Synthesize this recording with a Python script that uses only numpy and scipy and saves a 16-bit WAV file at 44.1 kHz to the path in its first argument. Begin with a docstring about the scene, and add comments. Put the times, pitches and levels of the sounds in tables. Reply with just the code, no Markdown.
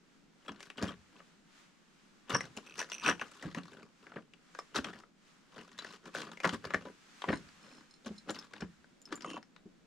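"""First comes a low murmur of air with a faint hiss, then footsteps on loose lava rubble in a low tunnel.
Someone is picking a way along. Each step packs the stones with a dull rumble, grinds the grit in
many tiny slips and knocks single stones together. Now and then a sliver of stone clinks,
or something hard drags over the rock and rings. The close rock walls add a short echo."""
import sys
import numpy as np
from scipy import signal
from scipy.fft import rfft, irfft, next_fast_len
from scipy.io import wavfile
from scipy.ndimage import uniform_filter1d, map_coordinates

SR = 44100
rng = np.random.default_rng(int(sys.argv[2]) if len(sys.argv) > 2 else 0)


def put_to_file(sound):
    """Save the sound as 16-bit audio at rate SR, in the file named by the first command-line argument."""
    columns = np.atleast_2d(sound).T  # one column per channel
    safe = np.clip(columns, -1, 1)
    whole_steps = np.round(safe * 32767)
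    wavfile.write(sys.argv[1], SR, whole_steps.astype(np.int16))


N = 434826
TIME = np.arange(N) / SR


def from_db(db):
    """Turns decibels into a number to multiply a sound by."""
    return 10 ** (np.asarray(db) / 20)


def rms_one(x):
    """Scales a sound so that its average strength (rms) is 1."""
    return x / np.sqrt(np.mean(x ** 2) + 1e-20)


def at_hz(points, hz):
    """Reads a table between its rows, giving every octave equal room."""
    hz_points, values = np.transpose(points)
    return np.interp(np.log(np.maximum(hz, 1)), np.log(hz_points), values)


def band(x, low_hz, high_hz):
    """Keeps the part of a sound between two frequencies."""
    edges = np.clip([low_hz, high_hz], 10, .47 * SR)
    return signal.sosfilt(signal.butter(2, edges, "band", fs=SR, output="sos"), x + 1e-18)


def resonate(x, hz, width_hz):
    """Makes a sound ring at one pitch; the narrower the width, the longer it rings."""
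    r = np.exp(-np.pi * width_hz / SR)
    feedback = [1, -2 * r * np.cos(2 * np.pi * hz / SR), r * r]
    return signal.lfilter(np.array([1, 0, -1]) * (1 - r * r) / 2, feedback, x + 1e-18)


def evened(x, seconds):
    """Holds the strength near 1, leaving only flickers quicker than the given time."""
    size = max(int(seconds * SR), 8)
    power = np.mean(np.atleast_2d(x) ** 2, axis=0)
    power = uniform_filter1d(uniform_filter1d(power, size), size)
    return x / np.sqrt(np.maximum(power, 0) + 1e-6 * power.mean())


def drift(per_s):
    """A smooth random wander of strength 1."""
    turns = rng.standard_normal(int(per_s * TIME[-1]) + 2)
    return rms_one(np.interp(TIME * per_s, np.arange(len(turns)), turns))


def swell(s, hold_s, rise_s, fall_s):
    """Pressure builds up to 1 at time s, is held, and dies away."""
    out = np.zeros(N)
    near = slice(max(int((s - 8 * rise_s) * SR), 0), int((s + hold_s + 8 * fall_s) * SR))
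    t = TIME[near] - s
    out[near] = np.exp(np.minimum(t, 0) / rise_s - np.maximum(t - hold_s, 0) / fall_s)
    return out


def slips(per_s, spread_db):
    """Tiny cracks and slips as random clicks: many weak, a few strong."""
    at = np.flatnonzero(rng.random(N) < per_s / SR)
    clicks = np.zeros(N)
    clicks[at] = from_db(spread_db * np.minimum(rng.exponential(1, N)[at], 5))
    return clicks


def add(track, s, sound):
    """Mixes a sound into the track at time s."""
    start = int(round(s * SR))
    track[..., start:start + sound.shape[-1]] += sound[..., :N - start]


# How alike left and right are: (frequency [Hz], likeness [0 to 1])
LIKENESS = [(500, 0.98), (2000, 0.9), (5000, 0.72), (12000, 0.4)]


def stereo(mid, side, hz, diffuse=0):
    """Left and right are less alike for high sounds and for sound from all around (diffuse)."""
    alike = np.clip(at_hz(LIKENESS, hz) * (1 - diffuse), 0, .995)
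    return np.sqrt((1 + alike) / 2) * mid + np.sqrt((1 - alike) / 2) * side * np.array([[1], [-1]])


# The tone of the air's murmur and of its hiss: (frequency [Hz], relative level [dB])
MURMUR_TONE = [(25, -8.5), (100, -21.5), (165, -1.5), (250, -2.5), (400, -11), (900, -21), (4000, -55)]
HISS_TONE = [(300, -23.5), (700, -7.5), (1300, 0.5), (3800, -6.5), (7300, -10.5), (12000, -27.5),
             (16000, -36)]
# The slow rise and fall of the hiss: (time [s], level [dB])
HISS_LEVEL = [(0, -72), (1.48, -68), (1.59, -64), (1.72, -73), (2.2, -65.5), (4.35, -70.5), (4.68, -65),
              (5.13, -71), (7.0, -66), (7.15, -60), (7.5, -64.5), (8.78, -68.5), (9.86, -74)]


def air(murmur_db=-67, diffuse=0.67, waver_db=1.1, wavers_per_s=7, rustle_db=2.0):
    """The still tunnel: a wavering low murmur under a thin, slowly changing hiss."""
    hz = np.fft.rfftfreq(N, 1 / SR)
    wavering_db = murmur_db + waver_db * drift(wavers_per_s)
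    hiss_db = np.interp(TIME, *np.transpose(HISS_LEVEL)) + rustle_db * drift(wavers_per_s)
    out = 0
    for tone, level_db in (MURMUR_TONE, wavering_db), (HISS_TONE, hiss_db):
        white = rfft(rng.standard_normal((2, N)))
        spectrum = stereo(*white, hz, diffuse) * from_db(at_hz(tone, hz))
        out = out + from_db(level_db) * rms_one(irfft(spectrum, N))
    return out


# How long the tunnel echoes: (frequency [Hz], time to fade by 60 dB [s])
ECHO_FADE = [(100, 0.51), (260, 0.25), (800, 0.1), (8000, 0.18)]


def tunnel(x, echo_db=-12, first_echo_s=0.0033, diffuse=0.26):
    """Close, rough walls send back a short blur of echoes, different on each side."""
    t, edges = np.arange(SR // 2) / SR, np.geomspace(60, 16000, 9)
    tail = 0
    for low, high in zip(edges, edges[1:]):
        hz = np.sqrt(low * high)
        noise = band(stereo(*rng.standard_normal((2, len(t))), hz, diffuse), low, high)
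        tail = tail + noise * from_db(-60 * t / at_hz(ECHO_FADE, hz))
    tail = tail * (t > first_echo_s)
    tail = tail / np.sqrt(np.sum(tail ** 2) / 2)
    return x + from_db(echo_db) * signal.fftconvolve(x, tail, axes=1)[:, :N]


# How much louder the left side is: (frequency [Hz], left minus right [dB])
LEFT_LOUDER = [(100, -0.2), (600, 1.5), (1300, 2.5), (2400, 5.5), (4400, 3), (8000, -1), (15000, 1)]
# How far the left wave runs ahead: (frequency [Hz], lead [radians])
LEFT_AHEAD = [(100, 0.077), (1300, -0.26), (2760, -0.45), (5300, 0.25), (7600, 0.93)]


def microphone_openings(x):
    """Sound from the ground reaches the microphone's two openings with unequal level and timing."""
    size = next_fast_len(N + 2000)
    hz = np.fft.rfftfreq(size, 1 / SR)
    left = from_db(at_hz(LEFT_LOUDER, hz) / 2) * np.exp(.5j * at_hz(LEFT_AHEAD, hz))
    return irfft(rfft(x, size) * np.array([left, 1 / left]), size)[:, :N]


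# Hard edges dragged over rock. Each row is one edge, with two lists:
# strokes (time [s], hold [s], level [dB]) and tones (pitch [Hz], width [Hz], relative level [dB])
DRAGS = [ ([(2.349, 0.009, -28.5), (2.413, 0.0038, -46)], [(5660, 170, -1), (5867, 34, -6.5),
         (8847, 190, -20)]), ([(2.66, 0.081, -56.5), (2.792, 0.025, -41.5), (2.93, 0.018, -43),
         (2.98, 0.071, -50.5), (3.06, 0.035, -31.5), (3.212, 0.0081, -44.5)], [(2590, 280, 5.5),
         (5910, 180, -2), (8680, 260, -13), (12000, 200, -25)]), ([(5.83, 0.098, -68), (7.3, 0.077, -57.5),
         (7.62, 0.18, -66.5), (7.91, 0.046, -63), (8.17, 0.014, -53.5)], [(4140, 150, 2.5),
         (5228, 96.3, 3.5), (6738, 87, -5), (8720, 160, -7)]), ([(9.25, 0.12, -50)], [(1080, 82, 0.5),
         (2724, 57, 0), (3065, 60, 1), (5600, 97, -12), (6760, 100, -12), (8800, 200, -15.5)])]


def drags(slips_per_s=450, catches_per_s=160, catch_db=3, sag=0.03, wander=0.012, wanders_per_s=60,
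          rise_s=0.0042, fall_s=0.0093):
    """An edge sticks and slips, ringing a few tones unevenly; the pitch wanders and sags when pressed."""
    out, clicks = 0, slips(slips_per_s, spread_db=10.5) * rng.choice([-1, 1], N)
    for strokes, tones in DRAGS:
        ringing = 0
        for hz, width_hz, db in tones:
            tone = resonate(resonate(clicks, hz, width_hz), hz, 4 * width_hz)
            catching = from_db(catch_db * drift(catches_per_s))
            ringing = ringing + from_db(db) * rms_one(tone * catching)
        pressure = sum(from_db(db) * swell(s, hold_s, rise_s, fall_s) for s, hold_s, db in strokes)
        speed = 1 + wander * drift(wanders_per_s) - sag * np.tanh(pressure / from_db(-32.5))
        bent = map_coordinates(evened(ringing, 0.013), [np.cumsum(speed)], order=2, mode="mirror")
        out = out + pressure * bent
    return out


# Dense slivers of stone landing: (time [s], level [dB], pitch [Hz])
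CLINKS = [(0.482, -40.5, 3300), (0.773, -47, 3270), (0.883, -37.5, 3214), (2.567, -45, 7100),
          (4.59, -42, 5280), (5.788, -35, 3967), (6.86, -49, 984), (7.289, -29.5, 1845),
          (8.306, -35.5, 7200), (8.389, -37, 5187), (9.017, -48.5, 7090), (9.055, -42.5, 5210),
          (9.156, -41, 7150)]
# A sliver's higher tones: (multiple of its pitch [ratio], relative level [dB])
SLIVER_TONES = [(1.19, -15), (1.71, -14.5), (2.34, -14.5)]


def clinks(cycles=22, contact_s=0.0013, contact_db=-3, bounce_s=0.0078, bounce_db=-6):
    """A sliver lands with a gritty tick, bounces once and rings briefly; high tones die first."""
    out, t = np.zeros((2, N)), np.arange(SR // 12) / SR
    for s, db, hz in CLINKS:
        tones = [(hz, 0)] + [(hz * ratio, level) for ratio, level in SLIVER_TONES if hz * ratio < SR / 5]
        for delay_s, loss_db in (0, 0), (bounce_s, bounce_db):
            noise = stereo(*rng.standard_normal((2, len(t))), hz)
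            tick = band(noise, hz / 2, hz * np.sqrt(2)) * np.exp(-t / contact_s)
            ring = 0
            for tone_hz, tone_db in tones:
                strength = from_db(tone_db + 2 * rng.standard_normal())
                ring = ring + strength * np.sin(2 * np.pi * tone_hz * t) * np.exp(-t * tone_hz / cycles)
            add(out, s + delay_s, from_db(db + loss_db) * (ring + from_db(contact_db) * tick))
    return out


# The sole coming down: (time [s], relative boom level [dB], relative deep level [dB], slab pitch [Hz])
THUDS = [(0.5, -41, -65.5, 205), (0.824, -33, -43.5, 195), (2.335, -33.5, -56, 128),
         (3.097, -39, -56.5, 215), (3.452, -32, -57, 159), (3.57, -34.5, -70, 169),
         (4.783, -33, -53.5, 259.8), (6.462, -30, -68, 177), (6.529, -31, -55, 232),
         (6.743, -33, -52, 194.3), (7.281, -33, -48.5, 294), (7.327, -42, -50, 170.4),
         (8.062, -39.5, -71, 210.6), (8.103, -36.5, -61, 199.5), (8.621, -33, -53.5, 182),
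         (9.656, -43.5, -79, 196)]


def thuds(rise_s=0.0037, fall_s=0.011, boom_s=0.012):
    """The soft sole pushes packed rubble: a slab booms, and under full weight the ground swings deeper."""
    out, t = np.zeros(N), np.arange(SR // 5) / SR
    rise = 1 - np.exp(-t / rise_s)
    for s, boom_db, deep_db, hz in THUDS:
        push = rise * np.exp(-t / fall_s) * rng.standard_normal(len(t))
        bump = band(push, hz, 2 * hz)
        boom = rise * np.exp(-t / boom_s) * np.sin(2 * np.pi * hz * t)
        slab = boom / boom.max() + bump / np.abs(bump).max()
        ground = rms_one(band(push, 53, 134))
        add(out, s, from_db(boom_db - 3) * slab + from_db(deep_db - 7) * ground)
    return out


# Single stones knocking: (time [s], relative clack level [dB], relative tick level [dB], pitch [Hz])
KNOCKS = [(0.481, -41, -58, 1280), (0.605, -47.5, -52, 2200), (0.628, -52, -49.5, 2420),
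          (0.701, -43.5, -52.5, 2680), (0.825, -42, -42.5, 985), (1.202, -51, -80, 1095),
          (2.347, -27.5, -40, 1750), (2.407, -33.5, -48, 1986), (2.573, -45, -45.5, 2900),
          (2.792, -41.5, -34, 5900), (2.815, -34, -43.5, 1710), (2.826, -39.5, -50, 1750),
          (2.899, -50.5, -47, 5400), (2.918, -38.5, -40.5, 2900), (3.088, -23, -41, 1580),
          (3.196, -42, -54, 2640), (3.214, -32.5, -52, 1617), (3.425, -42.5, -50.5, 1780),
          (3.547, -38, -47, 1820), (4.067, -47.5, -69, 1599), (4.119, -47.5, -77, 1315),
          (4.336, -54, -62, 2840), (4.549, -43.5, -57, 1580), (4.588, -35.5, -51, 1109),
          (4.764, -45, -34.5, 3755), (4.844, -35.5, -42, 3150), (4.881, -54, -65, 1478),
          (4.934, -45.5, -65, 1880), (5.035, -51, -77, 1284), (5.789, -41, -44, 3770),
          (5.846, -39.5, -52, 1597), (6.149, -34, -48.5, 1582), (6.166, -37.5, -50, 1550),
          (6.185, -41, -50.5, 1440), (6.219, -42.5, -51.5, 2900), (6.372, -46, -57, 2154),
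          (6.402, -39.5, -50, 2406), (6.444, -23, -48, 1145), (6.452, -25.5, -46, 1370),
          (6.474, -36, -42.5, 912), (6.492, -33, -39, 3060), (6.643, -41, -60, 1670),
          (6.705, -36.5, -55.5, 1300), (6.737, -29.5, -48.5, 1640), (6.744, -22.5, -42.5, 1800),
          (7.219, -39, -49, 3290), (7.24, -32.5, -61, 1064), (7.287, -30.5, -69, 1202),
          (7.328, -31.5, -63, 1780), (7.488, -56, -61, 4500), (8.292, -38.5, -63, 1290),
          (8.306, -40.5, -48, 1640), (8.536, -43.5, -53, 1630), (8.608, -50, -47, 5310),
          (8.621, -43.5, -81, 1740), (8.843, -56, -72, 1560), (9.125, -35.5, -51, 1210),
          (9.208, -54, -52.5, 5032), (9.221, -54, -47, 5076), (9.245, -35.5, -57, 1200),
          (9.302, -47, -49, 2900), (9.367, -39, -74, 1056), (9.428, -55, -58, 5140),
          (9.563, -53, -62.5, 3898)]


def knocks(contact_s=0.0026, rattle_s=0.025, rattle_db=-19, sharpness=8, ring_db=12, body_db=-8):
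    """A sharp hit rattles the stones nearby; the struck stone, full of holes, rings only briefly."""
    out, t = np.zeros((2, N)), np.arange(SR // 20) / SR
    fade = np.exp(-t / contact_s) + from_db(rattle_db) * np.exp(-t / rattle_s)
    ranges_hz = [(330, 700), (950, 2180), (3500, 7250)]   # body, clack, tick
    for s, clack_db, tick_db, stone_hz in KNOCKS:
        hit = fade * stereo(*rng.standard_normal((2, len(t))), stone_hz)
        hit = hit + from_db(ring_db) * resonate(hit, stone_hz, stone_hz / sharpness)
        big_db = body_db - 10 * np.log10(stone_hz / 2000)   # big, low-pitched stones have more body
        for level_db, (low, high) in zip((clack_db + big_db, clack_db, tick_db), ranges_hz):
            part = band(band(hit, low, high), low / 2, 2 * high)
            add(out, s, from_db(level_db - 11.5) * rms_one(part))
    return out


# A foot bearing down: (time [s], hold [s], heavy stones [dB], gravel [dB], fine grit [dB])
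PRESSES = [(0.489, 0.0058, -48.5, -49, -66), (0.779, 0.14, -48.5, -49, -60), (0.826, 0.0099, -34, -44, -49),
           (2.305, 0.021, -41.5, -38, -45.5), (2.342, 0.02, -37, -33.5, -60),
           (2.575, 0.0044, -45.5, -50, -56.5), (2.784, 0.022, -51, -42.5, -46.5),
           (3.031, 0.019, -55, -42.5, -50), (3.062, 0.047, -36.5, -31, -43.5),
           (3.217, 0.0088, -48, -43.5, -61.5), (3.434, 0.045, -49.5, -53.5, -66),
           (3.565, 0.019, -45, -47, -63), (4.164, 0.013, -44, -48.5, -77), (4.76, 0.021, -38.5, -35, -41),
           (4.845, 0.051, -49.5, -50, -63.5), (5.569, 0.042, -53, -55, -65),
           (6.054, 0.027, -51.5, -54, -62), (6.15, 0.07, -50, -48.5, -51),
           (6.447, 0.0097, -39.5, -35.5, -45), (6.528, 0.019, -45.5, -44.5, -48),
           (6.643, 0.027, -45.5, -48.5, -54.5), (6.855, 0.034, -48.5, -58.5, -71),
           (7.291, 0.0083, -30.5, -41, -66), (7.33, 0.0057, -35, -41, -53), (8.065, 0.014, -46, -53, -52.5),
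           (8.29, 0.015, -39, -46, -50.5), (8.351, 0.018, -53.5, -52.5, -51.5),
           (8.621, 0.0072, -47, -50, -80), (9.126, 0.0058, -42, -47.5, -51),
           (9.249, 0.13, -47.5, -58.5, -65)]
# The sole rubbing lightly as it seeks a hold: (time [s], length [s], gravel [dB], sandiness [dB])
SHUFFLES = [(0.459, 0.22, -62.5, 0), (1.14, 0.048, -65.5, -2.5), (2.40, 0.062, -55.5, -1.5),
            (2.65, 0.42, -62, 1), (3.261, 0.45, -62, 2), (3.698, 0.15, -61, -4.5), (4.038, 0.16, -65.5, -4),
            (4.898, 0.1, -59, -1.5), (5.526, 0.22, -64, 1), (5.793, .16, -56.5, 1),
            (6.228, .1, -53.5, -1.5), (6.681, .2, -60.5, -3.5), (7.63, 0.19, -65.5, -5),
            (8.38, 0.065, -59.5, 0.5), (8.539, 0.072, -58.5, -0.5), (9.097, 0.15, -61, -4)]


def tread(press_rise_s=0.009, settle_db=-21):
    """How strongly the feet stir the heavy stones, the gravel and the grit: three loudness curves."""
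    power = np.zeros((3, N))
    lags_s, falls_s = (0.0015, 0, 0), (0.013, 0.013, 0.0063)   # heavy stones move and stop later
    for s, hold_s, *levels_db in PRESSES:
        # loose stones creep before a press and settle after it
        settling = from_db(settle_db) * swell(s, hold_s, rise_s=0.018, fall_s=0.055)
        for k, level_db in enumerate(levels_db):
            press = swell(s + lags_s[k], hold_s, press_rise_s, falls_s[k])
            power[k] += from_db(level_db) ** 2 * (press ** 2 + settling ** 2)
    for s, length_s, gravel_db, sandy_db in SHUFFLES:
        mix_db = np.array([-2 - sandy_db, 0, -5 + sandy_db])   # sandier: fewer heavy stones, more grit
        rub = swell(s, length_s, rise_s=0.024, fall_s=0.022)
        power += np.outer(from_db(gravel_db + mix_db), rub) ** 2
    return np.sqrt(power)


def chips(gravel, grit, per_s=170, cycles=19, level_db=-1, spread_db=3, snap_db=-57):
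    """Small brittle chips snap underfoot, each ringing briefly at a pitch of its own."""
    out, t = np.zeros((2, N)), np.arange(SR // 25) / SR
    for when, pitch, strength, pan in rng.random((int(per_s * N / SR), 4)):
        at = int(when * N)
        hz = 1000 * 6 ** pitch
        push = gravel[at] ** (1 - pitch) * grit[at] ** pitch   # small, high chips follow the grit
        push = push * min(1, gravel[at] / from_db(snap_db))   # light pressure breaks hardly anything
        ring = np.sin(2 * np.pi * hz * t) * np.exp(-t * np.sqrt(hz * 1200) * np.pi / cycles)
        sides_db = level_db + spread_db * (2 * strength + pan * np.array([[1], [-1]]))
        add(out, at / SR, push * from_db(sides_db) * ring)
    return out


# The tone of the grinding rubble: (frequency [Hz], relative level [dB])
RUBBLE_TONE = [(65, -17), (100, -21.5), (170, -1.5), (410, -3.5), (650, -13.5), (1000, 7), (1650, 6),
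               (2200, -9), (2700, 3), (3500, -16.5), (5700, -21), (8000, -28), (14000, -49)]


def grinding(clicks, low_hz, high_hz, count, sharpness, rub_db, even_s,
             spread_db=8, chatter_s=0.0037, coarser_db=3):
    """Each slip chatters briefly and rings some stone sizes more than others, over smooth rubbing."""
    out, at = 0, np.flatnonzero(clicks)
    noise = rng.standard_normal((2, N))
    fade = np.exp(-2 / (chatter_s * SR))
    for k, hz in enumerate(np.geomspace(low_hz, high_hz, count)):
        share = from_db(spread_db * np.clip(rng.standard_normal(len(at)), -2, 2))
        energy = np.zeros(N)
        energy[at] = (clicks[at] * share) ** 2
        chatter = signal.lfilter([1], [1, -fade], energy + 1e-18)
        own_noise = stereo(*np.roll(noise, k * SR // count, axis=1), hz)
        push = np.sqrt(chatter / chatter.mean() + from_db(rub_db) ** 2) * own_noise
        width_hz = hz / sharpness
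        ring = resonate(resonate(push, hz, width_hz), hz, 2 * width_hz)
        # the rubble grows coarser and duller along the way
        tilt_db = coarser_db * (.5 - TIME / TIME[-1]) * np.log2(hz / low_hz)
        out = out + from_db(at_hz(RUBBLE_TONE, hz) + tilt_db) * ring
    return evened(out, even_s)


def crunch(heavy, gravel, grit):
    """More weight makes more slips a second; heavy stones, gravel and grit move together."""
    load = np.clip(gravel / from_db(-45), .05, 4) ** 0.51
    clicks = slips(560 * load, spread_db=4.5) * np.minimum(3.7 * load, 1)
    stones = heavy * grinding(clicks, 82.5, 674, count=9, sharpness=3.44, rub_db=-11.5, even_s=0.021)
    pebbles = gravel * grinding(clicks, 781, 3255, count=11, sharpness=6.0, rub_db=-13.5, even_s=0.032)
    sand = grit * grinding(clicks, 3430, 14100, count=10, sharpness=4.0, rub_db=-12.5, even_s=0.047)
    return stones + pebbles + sand


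def scene():
    """The feet stir the rubble and the tunnel echoes, over the murmur and hiss of the air."""
    heavy, gravel, grit = tread()
    dragging = drags() * from_db([[-2.5], [2.5]])   # turned down on the left, up on the right
    feet = crunch(heavy, gravel, grit) + chips(gravel, grit) + knocks() + clinks() + thuds() + dragging
    return microphone_openings(tunnel(feet)) + air()


def record(dry, cutoff_hz=15800):
    """Cuts away the very highest sounds."""
    return signal.sosfilt(signal.ellip(10, .1, 70, cutoff_hz, fs=SR, output="sos"), dry)


dry = scene()
out = record(dry)
put_to_file(out)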